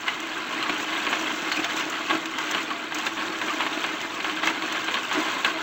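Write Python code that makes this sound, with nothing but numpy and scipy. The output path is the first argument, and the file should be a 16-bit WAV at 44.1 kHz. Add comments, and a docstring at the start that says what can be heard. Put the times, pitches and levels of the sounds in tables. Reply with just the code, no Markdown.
"""Meat grinder in a yard

Outdoors, with the microphone close to an electric grinder being fed chicken pieces. Over the low
rumble of the yard, motor and gears hum and the auger drones and shakes its cast housing. Meat is
mashed with a dense crunch, bones crack and squeak, gristle snaps wetly and hard lumps knock on the
barrel. The crunch and the cracks ring in the steel hopper."""
import sys
import numpy as np
from scipy import signal
from scipy.fft import rfft, irfft
from scipy.io import wavfile
from scipy.ndimage import uniform_filter1d

SR = 44100
rng = np.random.default_rng(int(sys.argv[2]) if len(sys.argv) > 2 else 0)


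def to_wav(sig):
    """Store sig (one row per channel, or 1-D mono) as 16-bit WAV at the path in sys.argv[1].

    Samples outside -1..1 are clipped; the rate is SR.
    """
    pcm = np.clip(np.atleast_2d(sig), -1, 1) * 32767
    pcm = np.round(pcm).astype(np.int16)
    wavfile.write(sys.argv[1], SR, pcm.T)  # frames by channels


N = 247842
TIME = np.arange(N) / SR

# Levels are relative within each table; the functions set the balance at the microphone.
# open-air rumble of the yard: (frequency [Hz], level [dB])
YARD_SPECTRUM = [(20, -5.5), (60, -9), (85, 0), (110, 2), (160, 2), (300, -3), (1000, -9.5), (8000, -23)]
# tones of motor and gears: (frequency [Hz], level [dB])
MOTOR_TONES = [(121, -66), (499, -53.5), (575, -57), (693, -51), (852, -49), (1203, -60), (1598, -48)]
# slow rise and fall of the drive's drone, apart from the load: (time [s], level [dB])
DRONE_CURVE = [(0.0, -50.5), (0.5, -40.5), (0.87, -45), (1.38, -39.5), (2.27, -44), (2.61, -42.5),
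               (2.72, -41.5), (3.26, -43.5), (3.49, -39), (4.87, -44.5), (5.26, -42.5), (5.62, -41.5)]
# how full the screw is, as the level of its steady mashing: (time [s], level [dB])
SCREW_LOAD = [(0.0, -34.5), (0.08, -34.5), (0.72, -28.5), (1.17, -29), (1.55, -30), (1.97, -30.5),
              (2.22, -33.5), (2.61, -31), (2.74, -33.5), (3.01, -34), (3.13, -33.5), (3.43, -30),
              (3.72, -30), (4.04, -32), (4.99, -29.5), (5.07, -30), (5.56, -31.5), (5.62, -28.5)]
# the screw catches a piece and chews through it: (time [s], length [s], rise of the load [dB])
SCREW_BITES = [(0.059, 0.065, 4.5), (0.28, 0.019, 2), (0.566, 0.25, 1), (1.058, 0.22, 1), (1.532, 0.047, 3),
               (1.759, 0.04, 5), (2.089, 0.068, 4.5), (2.382, 0.25, 3), (2.943, 0.13, 6), (3.176, .08, 3.5),
               (3.47, 0.057, 1.5), (3.81, 0.038, 1.5), (4.222, 0.11, 1.5), (4.42, 0.067, 6),
               (4.61, 0.21, 1), (4.89, .11, 2), (5.115, 0.2, 4.5), (5.454, 0.044, 5.5)]
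# modes of housing and stand: (frequency [Hz], width [Hz], gain [dB])
HOUSING_MODES = [(194.4, 5.7, -14), (205, 6.5, -17.5), (264.4, 18, -6.5), (300, 16, 0.5), (323.7, 23, -2.5),
                 (359.6, 12, -2), (407, 11, -25.5), (620.4, 15, -6), (657.4, 25, -4)]
# a tough piece binds and the housing judders: (peak time [s], level [dB], half length [s])
HOUSING_JUDDERS = [(1.195, -45, 0.024), (2.144, -28.5, 0.033), (2.538, -38, 0.027), (4.645, -38, 0.014),
                   (5.18, -26, 0.028)]
# lumps knocking in the barrel: (time [s], level [dB])
LUMP_KNOCKS = [(0.701, -11.5), (1.073, -17), (1.428, -14.5), (1.594, -12.5), (1.796, -16), (1.864, -13.5),
               (3.292, -19), (3.773, -17), (3.938, -17), (4.461, -15)]
# wet mince leaving the plate: (time [s], level [dB])
PLATE_FLOW = [(0.0, -51), (0.34, -51), (0.66, -48.5), (1.38, -44.5), (2.8, -52.5), (3.44, -47.5),
              (4.43, -49.5), (5.12, -47.5), (5.62, -50)]
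# gristle snapping: (time [s], level [dB])
GRISTLE_SNAPS = [(0.203, -20.5), (1.521, -16), (1.644, -15), (1.899, -15.5), (2.257, -18), (2.385, -16),
                 (2.512, -13), (2.63, -20.5), (2.946, -13), (2.986, -15.5), (3.863, -21), (4.014, -18.5),
                 (4.471, -14), (4.724, -15.5), (4.844, -17)]
# bright fizz of wet mince and gristle: (frequency [Hz], level [dB])
WET_SPECTRUM = [(1000, -36.5), (4000, -6), (5200, -1), (6100, 5), (7000, 3.5), (8000, -1)]
# squeaks of bone and trapped air: (peak time [s], pitch [Hz], level [dB])
SQUEAK_NOTES = [(0.086, 2090, -25.5), (0.087, 2980, -27), (0.636, 1200, -29.5), (1.223, 651, -30.5),
                (1.523, 4350, -30), (1.573, 2390, -26.5), (2.110, 1108, -24.5), (2.715, 1133, -28),
                (3.508, 1195, -25.5), (3.611, 1162, -27.5), (3.734, 3870, -35.5), (4.477, 692, -33),
                (5.453, 2590, -26.5), (5.468, 1600, -26), (5.567, 640, -32)]
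# crunch of mashed meat: (frequency [Hz], level [dB])
CRUNCH_SPECTRUM = [(100, -21.5), (250, 0.5), (520, -4), (750, -3), (1100, 3), (1600, -1), (2000, -1.5),
                   (3000, -2.5), (3600, -4.5), (4300, -7), (5000, -17.5), (8000, -16)]
# bones breaking: (time [s], level [dB], treble against the rest [dB])
BONE_CRACKS = [(0.081, -14, 0.5), (0.627, -18.5, 6), (0.695, -11.5, -4.5), (1.067, -10, -25),
               (1.129, -11, -16), (1.517, -18.5, 7), (1.644, -20.5, 10), (2.098, -16, -16),
               (2.108, -9.5, -15), (2.257, -23.5, 6), (2.385, -16, -15), (2.547, -19.5, 6.5),
               (2.704, -15.5, -9), (2.922, -17.5, -3), (3.066, -21.5, 12.5), (3.17, -17, -20),
               (3.414, -14, -13), (3.606, -10.5, -20), (3.665, -19.5, 5.5), (3.841, -15, -4),
               (4.203, -20.5, -4), (4.245, -12.5, -5), (4.296, -16, -1), (4.434, -11.5, -10),
               (4.473, -9.5, -17), (4.622, -16.5, -1), (4.882, -12, -8), (4.942, -21, 10.5),
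               (5.113, -11, -20), (5.447, -9, 4)]
# tone of a breaking bone: (frequency [Hz], level [dB])
BONE_SPECTRUM = [(100, -18), (500, -8.5), (850, 0), (1500, -1.5), (2200, -0.5), (3100, -1), (4200, -6),
                 (5200, -21.5), (8000, -17.5)]
# ringing of the steel hopper: (frequency [Hz], width [Hz], gain [dB])
HOPPER_MODES = [(1010, 46, -4), (1150, 53, -10), (1444, 35, -12), (1563, 220, 0.5), (2080, 180, -9.5),
                (2540, 570, -5), (3110, 100, -2)]


def from_db(db):
    """Decibels to gain."""
    return 10 ** (np.asarray(db) / 20)


def unit_rms(x):
    """Scale to an rms of 1."""
    return x / np.sqrt(np.mean(x ** 2) + 1e-20)


def drift(rate_hz, step=40):
    """Smooth random wander with an rms of about 1, drawn every `step` samples."""
    pole = np.exp(-2 * np.pi * rate_hz * step / SR)
    noise = rng.standard_normal(N // step + 2002)
    slow = signal.lfilter([1], [1, -2 * pole, pole * pole], noise)[2000:]   # once it has settled
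    return np.interp(np.arange(N) / step, np.arange(len(slow)), unit_rms(slow))


def swing(curve):
    """A level curve in time, in dB about its mean."""
    db = np.interp(TIME, *np.transpose(curve))
    return db - db.mean()


def colour(x, spectrum, size=4096):
    """Minimum-phase filter shaped like the spectrum; white noise keeps its power."""
    hz, db = np.transpose(spectrum)
    grid_hz = np.maximum(np.arange(size // 2 + 1) * SR / size, 1)
    gain = from_db(np.interp(np.log(grid_hz), np.log(hz), db))
    cepstrum = irfft(np.log(gain))
    cepstrum[1:size // 2] *= 2
    cepstrum[size // 2 + 1:] = 0
    response = irfft(np.exp(rfft(cepstrum)))
    return signal.fftconvolve(x, response / np.linalg.norm(response))[:N]


def resonate(x, modes):
    """Parallel resonances, each with its own peak gain."""
    out = 0
    for hz, width, db in modes:
        r = np.exp(-np.pi * width / SR)
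        poles = [1, -2 * r * np.cos(2 * np.pi * hz / SR), r * r]
        out += from_db(db) * (1 - r * r) / 2 * signal.lfilter([1, 0, -1], poles, x + 1e-18)
    return out


def grains(per_s, spread_db, clump_db, friction):
    """Tiny fractures over smooth friction noise, swelling in clumps; rms 1."""
    born = rng.random(N) < per_s / SR
    sizes = from_db(spread_db * np.minimum(rng.exponential(1, N), 4)) * rng.choice([-1, 1], N)
    texture = unit_rms(born * sizes) + friction * rng.standard_normal(N)
    return unit_rms(texture * from_db(clump_db * drift(36)))


def pops(per_s, spread_db, q, pitches=36):
    """Air pockets burst in the mince, each ringing briefly at one of many pitches; rms 1."""
    born = rng.random(N) < per_s / SR
    clicks = born * from_db(spread_db * rng.random(N))
    pitch_index = rng.integers(0, pitches, N)
    return unit_rms(sum(resonate(clicks * (pitch_index == k), [(hz, hz / q, 0)])
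                        for k, hz in enumerate(np.geomspace(600, 7900, pitches))))


def fracture(start_s, decay_s, first_db, size=6000):
    """One sharp first break and a quickly fading run of splinters."""
    out, at = np.zeros(N + size), int(start_s * SR)
    age = np.arange(size) / SR
    strength = np.exp(-age / decay_s) + from_db(first_db) * np.exp(-age / 0.00046)
    out[at:at + size] = rng.choice([-1, 1], size) * strength
    return out[:N]


def yard(level_db):
    """Steady low rumble of the open air behind the grinder."""
    return from_db(level_db) * colour(rng.standard_normal(N), YARD_SPECTRUM)


def near_echoes(direct, t60_s, echo_db, size=16000):
    """The direct sound reaches the microphone, then scatter from hopper sides, table and walls."""
    age = np.arange(size) / SR
    tail = rng.standard_normal(size) * from_db(-60 * age / t60_s) * (age > 0.002)
    return direct + from_db(echo_db) * signal.fftconvolve(direct, tail / np.linalg.norm(tail))[:N]


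def motor(load_db, waver_hz, flutter_db, gain_db, follows_load):
    """Motor and gear tones waver, flutter and swell with the load."""
    out, lowest_hz = 0, MOTOR_TONES[0][0]
    for hz, db in MOTOR_TONES:
        pitch = hz + waver_hz * np.sqrt(hz / lowest_hz) * drift(8)
        gain = from_db(db + gain_db + flutter_db * drift(7))
        out += gain * np.sin(2 * np.pi * np.cumsum(pitch) / SR)
    return out * from_db(follows_load * load_db)


def bites(attack_s, release_s):
    """Each bite of the screw raises the load quickly, holds while the piece lasts and lets go; dB."""
    return sum(db * np.interp(TIME - start, [0, attack_s, length, length + release_s], [0, 1, 1, 0])
               for start, length, db in SCREW_BITES)


def drive(load_db, bite_db, mean_hz, sag_hz_per_db, throbs_per_s):
    """Under load the drive drones louder and lower, and it throbs several times a second; gives (dB, Hz)."""
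    throb_db = 0.5 * np.cos(2 * np.pi * throbs_per_s * (TIME - 0.039))
    unsteady_db = 2 * drift(20)
    strain_db = 0.38 * load_db + 0.3 * bite_db
    drone_db = -38 + 0.65 * swing(DRONE_CURVE) + strain_db + throb_db + unsteady_db
    return drone_db, mean_hz - sag_hz_per_db * load_db


def knocks(gain_db, contact_s):
    """Hard lumps strike the barrel: single dull blows that ring the housing."""
    blows = sum(from_db(db + gain_db) * np.exp(-((TIME - at) / contact_s) ** 2)
                for at, db in LUMP_KNOCKS)
    return resonate(blows, HOUSING_MODES)


def auger(drone_db, drone_hz, hum_db, shake_db):
    """The turning screw hums and shakes its housing, harder when a tough piece binds."""
    phase = 2 * np.pi * np.cumsum(drone_hz + 10 * drift(21.9)) / SR
    hum = np.sqrt(2) * np.sin(phase) * from_db(2.8 * drift(25))
    shake = resonate(grains(per_s=1200, spread_db=2.5, clump_db=2.5, friction=0.96), HOUSING_MODES)
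    shake /= np.sqrt(uniform_filter1d(shake ** 2, size=2400) + 1e-20)   # the drive force is even
    binding = sum(from_db(db) * np.exp(-((TIME - at) / half_s) ** 2)
                  for at, db, half_s in HOUSING_JUDDERS)
    return (from_db(drone_db) + binding) * (from_db(hum_db) * hum + from_db(shake_db) * shake)


def housing(vibration, cutoff_hz):
    """The small cast body radiates little bass towards the microphone."""
    return signal.sosfilt(signal.butter(2, cutoff_hz, "high", fs=SR, output="sos"), vibration)


def squelch(flow_db, gain_db, snap_db, snap_s):
    """Wet mince crackles through the plate and gristle snaps."""
    fizz = grains(per_s=500, spread_db=2, clump_db=1.5, friction=0.57)
    fizz += 0.31 * pops(per_s=650, spread_db=11.5, q=56)
    snaps = sum(from_db(db + snap_db) * fracture(at, snap_s, first_db=-7.5) for at, db in GRISTLE_SNAPS)
    return colour(from_db(flow_db + gain_db) * unit_rms(fizz) + snaps, WET_SPECTRUM)


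def squeaks(gain_db, half_length_s, waver):
    """Bone rubs on steel and air is squeezed out: short, rough, unsteady notes."""
    out = np.zeros(N)
    bend = 1 + waver * drift(110)
    roughness = unit_rms(from_db(1.6 * drift(150)))
    for at, hz, db in SQUEAK_NOTES:
        near = np.abs(TIME - at) < 4 * half_length_s
        phase = 2 * np.pi * np.cumsum(hz * bend[near]) / SR
        envelope = np.exp(-((TIME[near] - at) / half_length_s) ** 2)
        out[near] += from_db(db + gain_db) * np.sqrt(2) * np.sin(phase) * envelope
    return out * roughness


def meat(crunch_db, gain_db):
    """Meat and bone chips are mashed between screw and barrel."""
    mash = grains(per_s=1100, spread_db=0, clump_db=0.78, friction=0.75)
    mash += 0.43 * pops(per_s=600, spread_db=8, q=37)
    return from_db(crunch_db + gain_db) * colour(unit_rms(mash), CRUNCH_SPECTRUM)


def bones(gain_db, treble_hz, crumble_s, sponginess):
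    """Each bone cracks and crumbles for milliseconds; the duller, spongier ones for longer."""
    body, edge = np.zeros(N), np.zeros(N)
    for at, db, treble_db in BONE_CRACKS:
        decay_s = crumble_s * from_db(-sponginess * treble_db)
        crack = from_db(db + gain_db) * fracture(at, decay_s, first_db=-15.5)
        body += crack
        edge += from_db(treble_db) * crack
    lows = signal.butter(1, treble_hz, fs=SR)
    shelved = edge + signal.lfilter(*lows, body - edge)   # body below treble_hz, edge above
    return colour(shelved, BONE_SPECTRUM)


def scene():
    """The grinder close to a single microphone, with the yard behind it."""
    load_db, bite_db = swing(SCREW_LOAD), bites(attack_s=0.012, release_s=0.036)
    crunch_db = load_db + bite_db + drift(15)
    flow_db = swing(PLATE_FLOW) + bite_db + 1.74 * drift(15)
    crushing = meat(crunch_db, gain_db=-34.5)
    crushing += bones(gain_db=-7.5, treble_hz=2020, crumble_s=0.0075, sponginess=0.16)
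    crushing += resonate(crushing, HOPPER_MODES)
    crushing += squeaks(gain_db=-0.5, half_length_s=0.011, waver=0.041)
    crushing += squelch(flow_db, gain_db=-43.5, snap_db=-10, snap_s=0.0056)
    hum = motor(load_db, waver_hz=1.793, flutter_db=6, gain_db=-3, follows_load=0.38)
    drone_db, drone_hz = drive(load_db, bite_db, mean_hz=318.2, sag_hz_per_db=1, throbs_per_s=7.62)
    vibration = auger(drone_db, drone_hz, hum_db=-5.5, shake_db=-3.5)
    vibration += knocks(gain_db=7, contact_s=0.00029)
    machine = hum + housing(vibration, cutoff_hz=141)
    return (yard(level_db=-56) + machine + near_echoes(crushing, t60_s=0.15, echo_db=-12))[None]


def low_pass(x, hz):
    """A very steep low-pass."""
    taps = signal.firwin(401, hz, fs=SR, window=("kaiser", 8))
    return signal.fftconvolve(x, taps[None], mode="same")


def record(dry):
    """The recorder runs at half rate; straight lines between samples mirror the treble faintly up."""
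    half_rate = low_pass(dry, hz=8150)[0, ::2]
    joined = np.interp(TIME, TIME[::2], half_rate)
    return low_pass(joined[None], hz=15900)


dry = scene()
out = record(dry)
to_wav(out)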